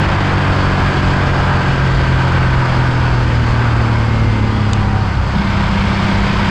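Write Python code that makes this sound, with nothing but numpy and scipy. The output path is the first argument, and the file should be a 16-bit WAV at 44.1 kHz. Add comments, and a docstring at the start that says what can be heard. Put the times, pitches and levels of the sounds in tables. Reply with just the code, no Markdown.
"""Gravel road, low beside the front wheel of a rolling twin-cylinder motorcycle.
Wind buffets the microphone, the tyre hisses over grit, and one stone ticks against a guard.
Valves and chain clatter, gears whine through the case resonances, uneven firings drive the exhaust.
The revs sink on a closed throttle; from about 5.3 s the engine pulls again."""
import sys
import numpy as np
from scipy import signal
from scipy.fft import rfft, irfft, next_fast_len
from scipy.io import wavfile
from scipy.ndimage import uniform_filter1d, minimum_filter1d, map_coordinates

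SR = 44100
rng = np.random.default_rng(int(sys.argv[2]) if len(sys.argv) > 2 else 0)


def to_wav(sig):
    """Store sig (one row per channel, or 1-D mono) as 16-bit WAV at the path in sys.argv[1].

    Samples outside -1..1 are clipped; the rate is SR.
    """
    pcm = np.clip(np.atleast_2d(sig), -1, 1) * 32767
    pcm = np.round(pcm).astype(np.int16)
    wavfile.write(sys.argv[1], SR, pcm.T)  # frames by channels


N = 286650

FIRING_CYCLES = (0, 3 / 8)
CRUISE_HZ, STRAIN_S = 40, 0.55
SILENCER_HZ, SILENCER_WIDTH_HZ = 161.5, 36
# gain laws: level/dB at CRUISE_HZ, dB per doubling of revs, dB added at full strain
WIND_LAW_DB, TYRE_LAW_DB, AIR_LAW_DB = (-18.5, 2.9, 1.5), (-38.5, 8, 6.4), (-69, 3, .8)
HEAD_LAW_DB, BARK_LAW_DB = (-29.5, 11.8, 8.4), (-27, 11.4, 3.5)

# four-stroke cycle rate: t/s, f/Hz
CYCLE_RATE = [(0.0, 49.1), (0.09, 48.3), (0.9, 46.6), (1.01, 47.0), (1.23, 45.5), (1.61, 45.6), (1.9, 44.0),
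              (2.37, 43.4), (3.08, 41.0), (3.35, 39.5), (3.49, 39.3), (3.87, 38.0), (5.23, 32.4),
              (5.36, 33.8), (5.47, 32.5), (5.72, 33.0), (5.99, 32.7), (6.5, 33.4)]
# engine load: t/s, load (-1 braking, 0 slack, 1 pulling, more as the throttle snaps open)
ENGINE_LOAD = [(0, -.9), (4.95, -1), (5.14, 0), (5.33, 0), (5.37, 2.1), (5.41, 1.8), (5.46, .9), (6.5, 1)]
# spectral shapes: f/Hz, relative level/dB
WIND_SHAPE = [(10, -11.5), (25, -10), (36, -9), (52, 1.5), (70, -4), (110, -6.5), (200, -15.5), (400, -23),
              (900, -43)]
TYRE_SHAPE = [(2120, -28), (3600, -4), (4090, -0.5), (4460, 2.5), (4790, -0.5), (5040, 0.5), (5560, -8),
              (7850, -13), (9270, -24), (12100, -45.5), (20400, -120)]
AIR_SHAPE = [(8000, -14.5), (10000, -11.5), (11500, 4.5), (12400, 0), (13500, -17), (15000, -17)]
CRACK_SHAPE = [(1500, -17), (3000, 4), (5000, 5), (8000, 3), (9300, -23), (10000, -32), (15000, -38)]
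CRANKCASE_SHAPE = [(320, -36.5), (550, -8.5), (807, -3), (929, 1), (1090, -2.5), (1190, -0.5), (1380, -3.5),
                   (1540, -2), (1900, -16.5), (2470, -19.5), (4180, -120)]
HEAD_SHAPE = [(1060, -36), (1800, -0.5), (3270, -6.5), (3900, -16), (5070, -43), (8580, -120)]
AIRBOX_SHAPE = [(90, -32), (135, 5), (165, 6.5), (228, 4.5), (265, -9), (360, -19), (500, -33)]
PIPE_SHAPE = [(110, -38.5), (170, 1.5), (240, -2.5), (320, 2), (420, -2), (600, -3), (800, -9), (1300, -24)]
BOOM_SHAPE = [(66, -7.5), (82, -6.5), (96, -2.5), (115, 0.5), (130, 0), (141, -5.5), (158, -8), (175, -2.5),
              (212, -2.5), (255, -13.5), (290, -11)]
# stone strike: t/s, gain/dB
STONE_HITS = [(4.7330, -12.5)]
# guard modes: f/Hz, relative level/dB, t60/s
GUARD_MODES = [(3000, -1.5, 0.016), (3660, 1, 0.0099), (5500, -12, .005), (7470, -1, 0.0064),
               (8100, -14, 0.0046)]
# crankcase clatter envelope: t/s, level/dB
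CLATTER_ENVELOPE = [(0.0, -20.5), (1.2, -21.5), (1.5, -20), (2.0, -24.5), (2.4, -20.5), (3.35, -24.8),
                    (3.65, -22), (4.4, -26.5), (5.2, -25.5), (5.6, -24), (6.0, -23.5), (6.5, -21.5)]
# resonances of the loaded engine metal and of the cases: f/Hz, width/Hz, relative level/dB
KNOCK_MODES = [(920, 380, 4.5), (2270, 260, 2), (3244, 1060, -4), (4730, 120, -11), (5140, 110, -5.5)]
CASE_MODES = [(252, 51, -29), (338, 60, -35.5), (477, 45, -42.5), (588, 22, -38.5), (751, 64, -28.5),
              (940, 92, -36), (1180, 65, -39.5), (1582, 180, -32.5), (2124, 140, -34.5)]
# gear and chain tones: order (multiple of the cycle rate), relative level/dB
COAST_ORDERS = [(7, 0.5), (8, -3.5), (9, -6.5), (10, -2), (12, -0.5), (13, 4), (14, -3), (16, -1), (23, 2),
                (28, 1.5), (34, 1), (35, 0), (36, 1), (39, -2), (41, -1.5), (58, -1.5)]
DRIVE_ORDERS = [(7, -3.5), (11, -2.5), (20, 2), (22, -4.5), (28, 0), (35, 0), (48, -3.5), (65, -4),
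                (68, -1)]
# strong exhaust tones ahead of BOOM_SHAPE: order, braking level/dB, slack level/dB, pulling level/dB
BOOM_ORDERS = [(2, -15.5, -13.5, -18), (3, -14.5, -16.5, -19.5), (4, -22, -27, -27), (5, -35.5, -28, -27),
               (6, -20.5, -29.5, -17.5)]


def amp(db):
    """Decibels to gain."""
    return 10 ** (np.asarray(db) / 20)


def unit(x):
    """Scale to rms 1."""
    return x / np.sqrt(np.mean(x ** 2) + 1e-20)


def curve(rows):
    """(t/s, value) rows interpolated per sample."""
    return np.interp(np.arange(N) / SR, *np.transpose(rows))


def wobble(rate_hz):
    """Smooth random curve, rate_hz knots a second."""
    return map_coordinates(rng.standard_normal(8192), [np.arange(N) * rate_hz / SR + 2], mode="wrap")


def coloured(x, shape, size=16384):
    """x through a minimum-phase filter of (f/Hz, level/dB) shape, at rms 1."""
    hz, db = np.transpose(shape)
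    bins_hz = np.fft.rfftfreq(size, 1 / SR)
    gain = amp(np.interp(np.log(bins_hz + 1), np.log(hz), db, right=-100))
    cepstrum = irfft(np.log(np.maximum(gain, 1e-6)))
    cepstrum[1:size // 2] *= 2
    cepstrum[size // 2 + 1:] = 0
    impulse_response = irfft(np.exp(rfft(cepstrum)))
    return unit(signal.fftconvolve(x, impulse_response)[:N])


def resonant(x, modes):
    """x through resonances of heavy metal that passes no top treble, at rms 1."""
    size = next_fast_len(N + SR // 4)
    f = np.fft.rfftfreq(size, 1 / SR)
    rings = sum(amp(db) * (1j * f * width_hz / (hz * hz - f * f + 1j * f * width_hz)) ** 2
                for hz, width_hz, db in modes)
    response = rings / (1 + (f / 7500) ** 10)
    return unit(irfft(rfft(x, size) * response, size)[:N])


def pulses(cycle, at_cycles, scatter_db, jitter_s):
    """Uneven impulses at given points of every engine cycle."""
    marks = (np.arange(int(cycle[-1]) + 1)[:, None] + np.asarray(at_cycles)).ravel()
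    timing, size = rng.standard_normal((8192, 2))[:len(marks)].T
    at_samples = np.interp(marks, cycle, np.arange(N), right=2 * N) + jitter_s * SR * timing
    return unit(np.bincount(np.abs(at_samples).astype(int), amp(scatter_db * size), minlength=N)[:N])


def puffs(cycle, at_cycles, sharpness):
    """Noise swelling at given points of every engine cycle."""
    gate = sum(np.exp(sharpness * (np.cos(2 * np.pi * (cycle - at)) - 1)) for at in at_cycles)
    return unit(gate * rng.standard_normal(N))


def hiss(patchy_db):
    """Noise with drifting patches of gain."""
    spectra = signal.stft(rng.standard_normal(N), nperseg=1024)[2]
    patches = uniform_filter1d(rng.standard_normal(spectra.shape), size=5, axis=0)
    patches = uniform_filter1d(patches, size=12, axis=1)
    return unit(signal.istft(spectra * amp(patchy_db * unit(patches)), nperseg=1024)[1][:N])


def loudness(law_db, pull):
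    """Gain rising with revs and with the strain that builds as the engine pulls."""
    cruise_db, revs_db, strain_db = law_db
    pole = np.exp(-1 / (STRAIN_S * SR))
    strain = signal.lfilter([1 - pole], [1, -pole], pull)
    return amp(cruise_db + revs_db * np.log2(curve(CYCLE_RATE) / CRUISE_HZ) + strain_db * strain)


def wind(pull):
    """Eddies thump on the microphone, gusting at random."""
    gust_db = 0.6 * wobble(rate_hz=4)
    return loudness(WIND_LAW_DB, pull) * amp(gust_db) * coloured(rng.standard_normal(N), WIND_SHAPE)


def tyre(cycle, pull):
    """Tread hisses over grit, with thin metal rings; a faint airy hiss grows under load."""
    surface_db = 0.39 * wobble(24)
    grit = unit((rng.random(N) < 500 / SR) * rng.standard_normal(N))  # 500 grains/s
    tread = hiss(patchy_db=1.3) + .35 * grit + .3 * puffs(cycle, FIRING_CYCLES, sharpness=11)
    rush = amp(0.6) * coloured(tread, TYRE_SHAPE)
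    ring = amp(-11.5) * resonant(rng.standard_normal(N), [(4680, 120, 2.2), (6300, 48, -1.7)])
    air_gain = loudness(AIR_LAW_DB, pull) * amp(3.3 * np.minimum(pull, 1) + 1.5 * surface_db)
    air = air_gain * coloured(hiss(patchy_db=1.0) + .3 * grit, AIR_SHAPE)
    return loudness(TYRE_LAW_DB, pull) * amp(surface_db) * (rush + ring) + air


def stone():
    """A flung stone cracks against a guard, which rings for milliseconds."""
    out, t = np.zeros(N + SR), np.arange(SR // 20) / SR
    attack = 1 - np.exp(-(t / .00025) ** 2)
    ring = sum(amp(db - 60 * t / t60_s) * np.sin(2 * np.pi * hz * t) for hz, db, t60_s in GUARD_MODES)
    for start_s, gain_db in STONE_HITS:
        noise = coloured(rng.standard_normal(N), CRACK_SHAPE)[SR:][:len(t)]
        crack = 0.62 * amp(-60 * t / 0.01) * noise
        out[round(start_s * SR):][:len(t)] += amp(gain_db) * (ring + crack) * attack
    return out[:N]


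def clatter(cycle, pull):
    """Valves and chain rattle cases and heads at 8 points a cycle; the metal knocks under load."""
    contacts = (np.arange(8) + rng.uniform(-.3, .3, size=8)) / 8
    rattle = .5 * pulses(cycle, contacts, scatter_db=2, jitter_s=.00008) + hiss(patchy_db=0.4)
    case_db = curve(CLATTER_ENVELOPE) + 0.48 + 0.31 * wobble(16)
    case = amp(case_db) * coloured(rattle, CRANKCASE_SHAPE)
    taps = 0.48 * pulses(cycle, contacts, scatter_db=0.5, jitter_s=.00004)
    taps += 0.13 * puffs(cycle, FIRING_CYCLES, sharpness=20) + hiss(patchy_db=1.13)
    head = loudness(HEAD_LAW_DB, pull) * amp(0.4 * wobble(22)) * coloured(taps, HEAD_SHAPE)
    knock = resonant(puffs(cycle, FIRING_CYCLES, sharpness=1.5), KNOCK_MODES)
    return case + head + np.minimum(pull, 1) * amp(-29.5) * knock


def gear_whine(cycle, orders):
    """Gear and chain tones swell as they slide through the case resonances."""
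    hop = 100
    rate_hz = curve(CYCLE_RATE)[::hop]
    out = 0
    for order, tone_db in orders:
        power = sum(amp(db) ** 2 / (1 + ((order * rate_hz - hz) / (width_hz / 2)) ** 2) ** 1.5
                    for hz, width_hz, db in CASE_MODES)
        case_gain = np.repeat(np.sqrt(2 * power), hop)[:N]
        backlash_cycles = .0038 * wobble(70)  # tooth play blurs high tones most
        out += amp(tone_db) * case_gain * np.sin(2 * np.pi * order * (cycle + backlash_cycles))
    return out


def exhaust(cycle, load, pull):
    """Two unevenly spaced firings: booming low orders and a bark in the pipe."""
    rate_hz = curve(CYCLE_RATE)
    flutter_db = .5 + 0.7 * pull
    boom = 0
    for order, *load_db in BOOM_ORDERS:
        hz = order * rate_hz
        db = np.interp(load, [-1, 0, 1], load_db) + np.interp(hz, *np.transpose(BOOM_SHAPE))
        # silencer lags above resonance: smooth drone at speed, separate thuds at low revs
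        lag_rad = 2 * np.arctan(2 * (hz - SILENCER_HZ) / SILENCER_WIDTH_HZ)
        boom -= np.sqrt(2) * amp(db + flutter_db * wobble(25)) * np.cos(2 * np.pi * order * cycle - lag_rad)
    blows = pulses(cycle, FIRING_CYCLES, scatter_db=0.5, jitter_s=0.00018)
    blows += 1.58 * puffs(cycle, FIRING_CYCLES, sharpness=0.52)
    return boom + loudness(BARK_LAW_DB, pull) * coloured(blows, PIPE_SHAPE)


def intake(cycle, pull):
    """Gulps of air make the airbox growl under load."""
    gulps = pulses(cycle, FIRING_CYCLES, scatter_db=2.5, jitter_s=.0003)
    flow = 3.5 * puffs(cycle, FIRING_CYCLES, sharpness=1.0) - gulps
    return pull * amp(-25.0) * coloured(flow, AIRBOX_SHAPE)


def scene():
    """Wind, a stone and the bike, whose rhythms follow the engine cycle; mono."""
    cycle = np.cumsum(curve(CYCLE_RATE)) / SR
    load = curve(ENGINE_LOAD)
    coast, pull = np.clip(-load, 0, 1), np.maximum(load, 0)
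    engine = exhaust(cycle, load, pull) + intake(cycle, pull)
    # load decides which teeth touch
    gears = coast * gear_whine(cycle, COAST_ORDERS)
    gears += np.minimum(pull, 1) * gear_whine(cycle, DRIVE_ORDERS)
    bike = engine + gears + clatter(cycle, pull) + tyre(cycle, pull)
    return (bike + wind(pull) + stone())[None]


def record(dry):
    """Peak limiter, then a steep low-pass."""
    ceiling_db, cutoff_hz = -4.0, 15100
    needed = np.minimum(1, amp(ceiling_db) / (np.abs(dry[0]) + 1e-9))
    gain = uniform_filter1d(minimum_filter1d(needed, size=500), size=400)
    lowpass = signal.butter(24, cutoff_hz, fs=SR, output="sos")
    return signal.sosfilt(lowpass, dry * gain)


dry = scene()
out = record(dry)
to_wav(out)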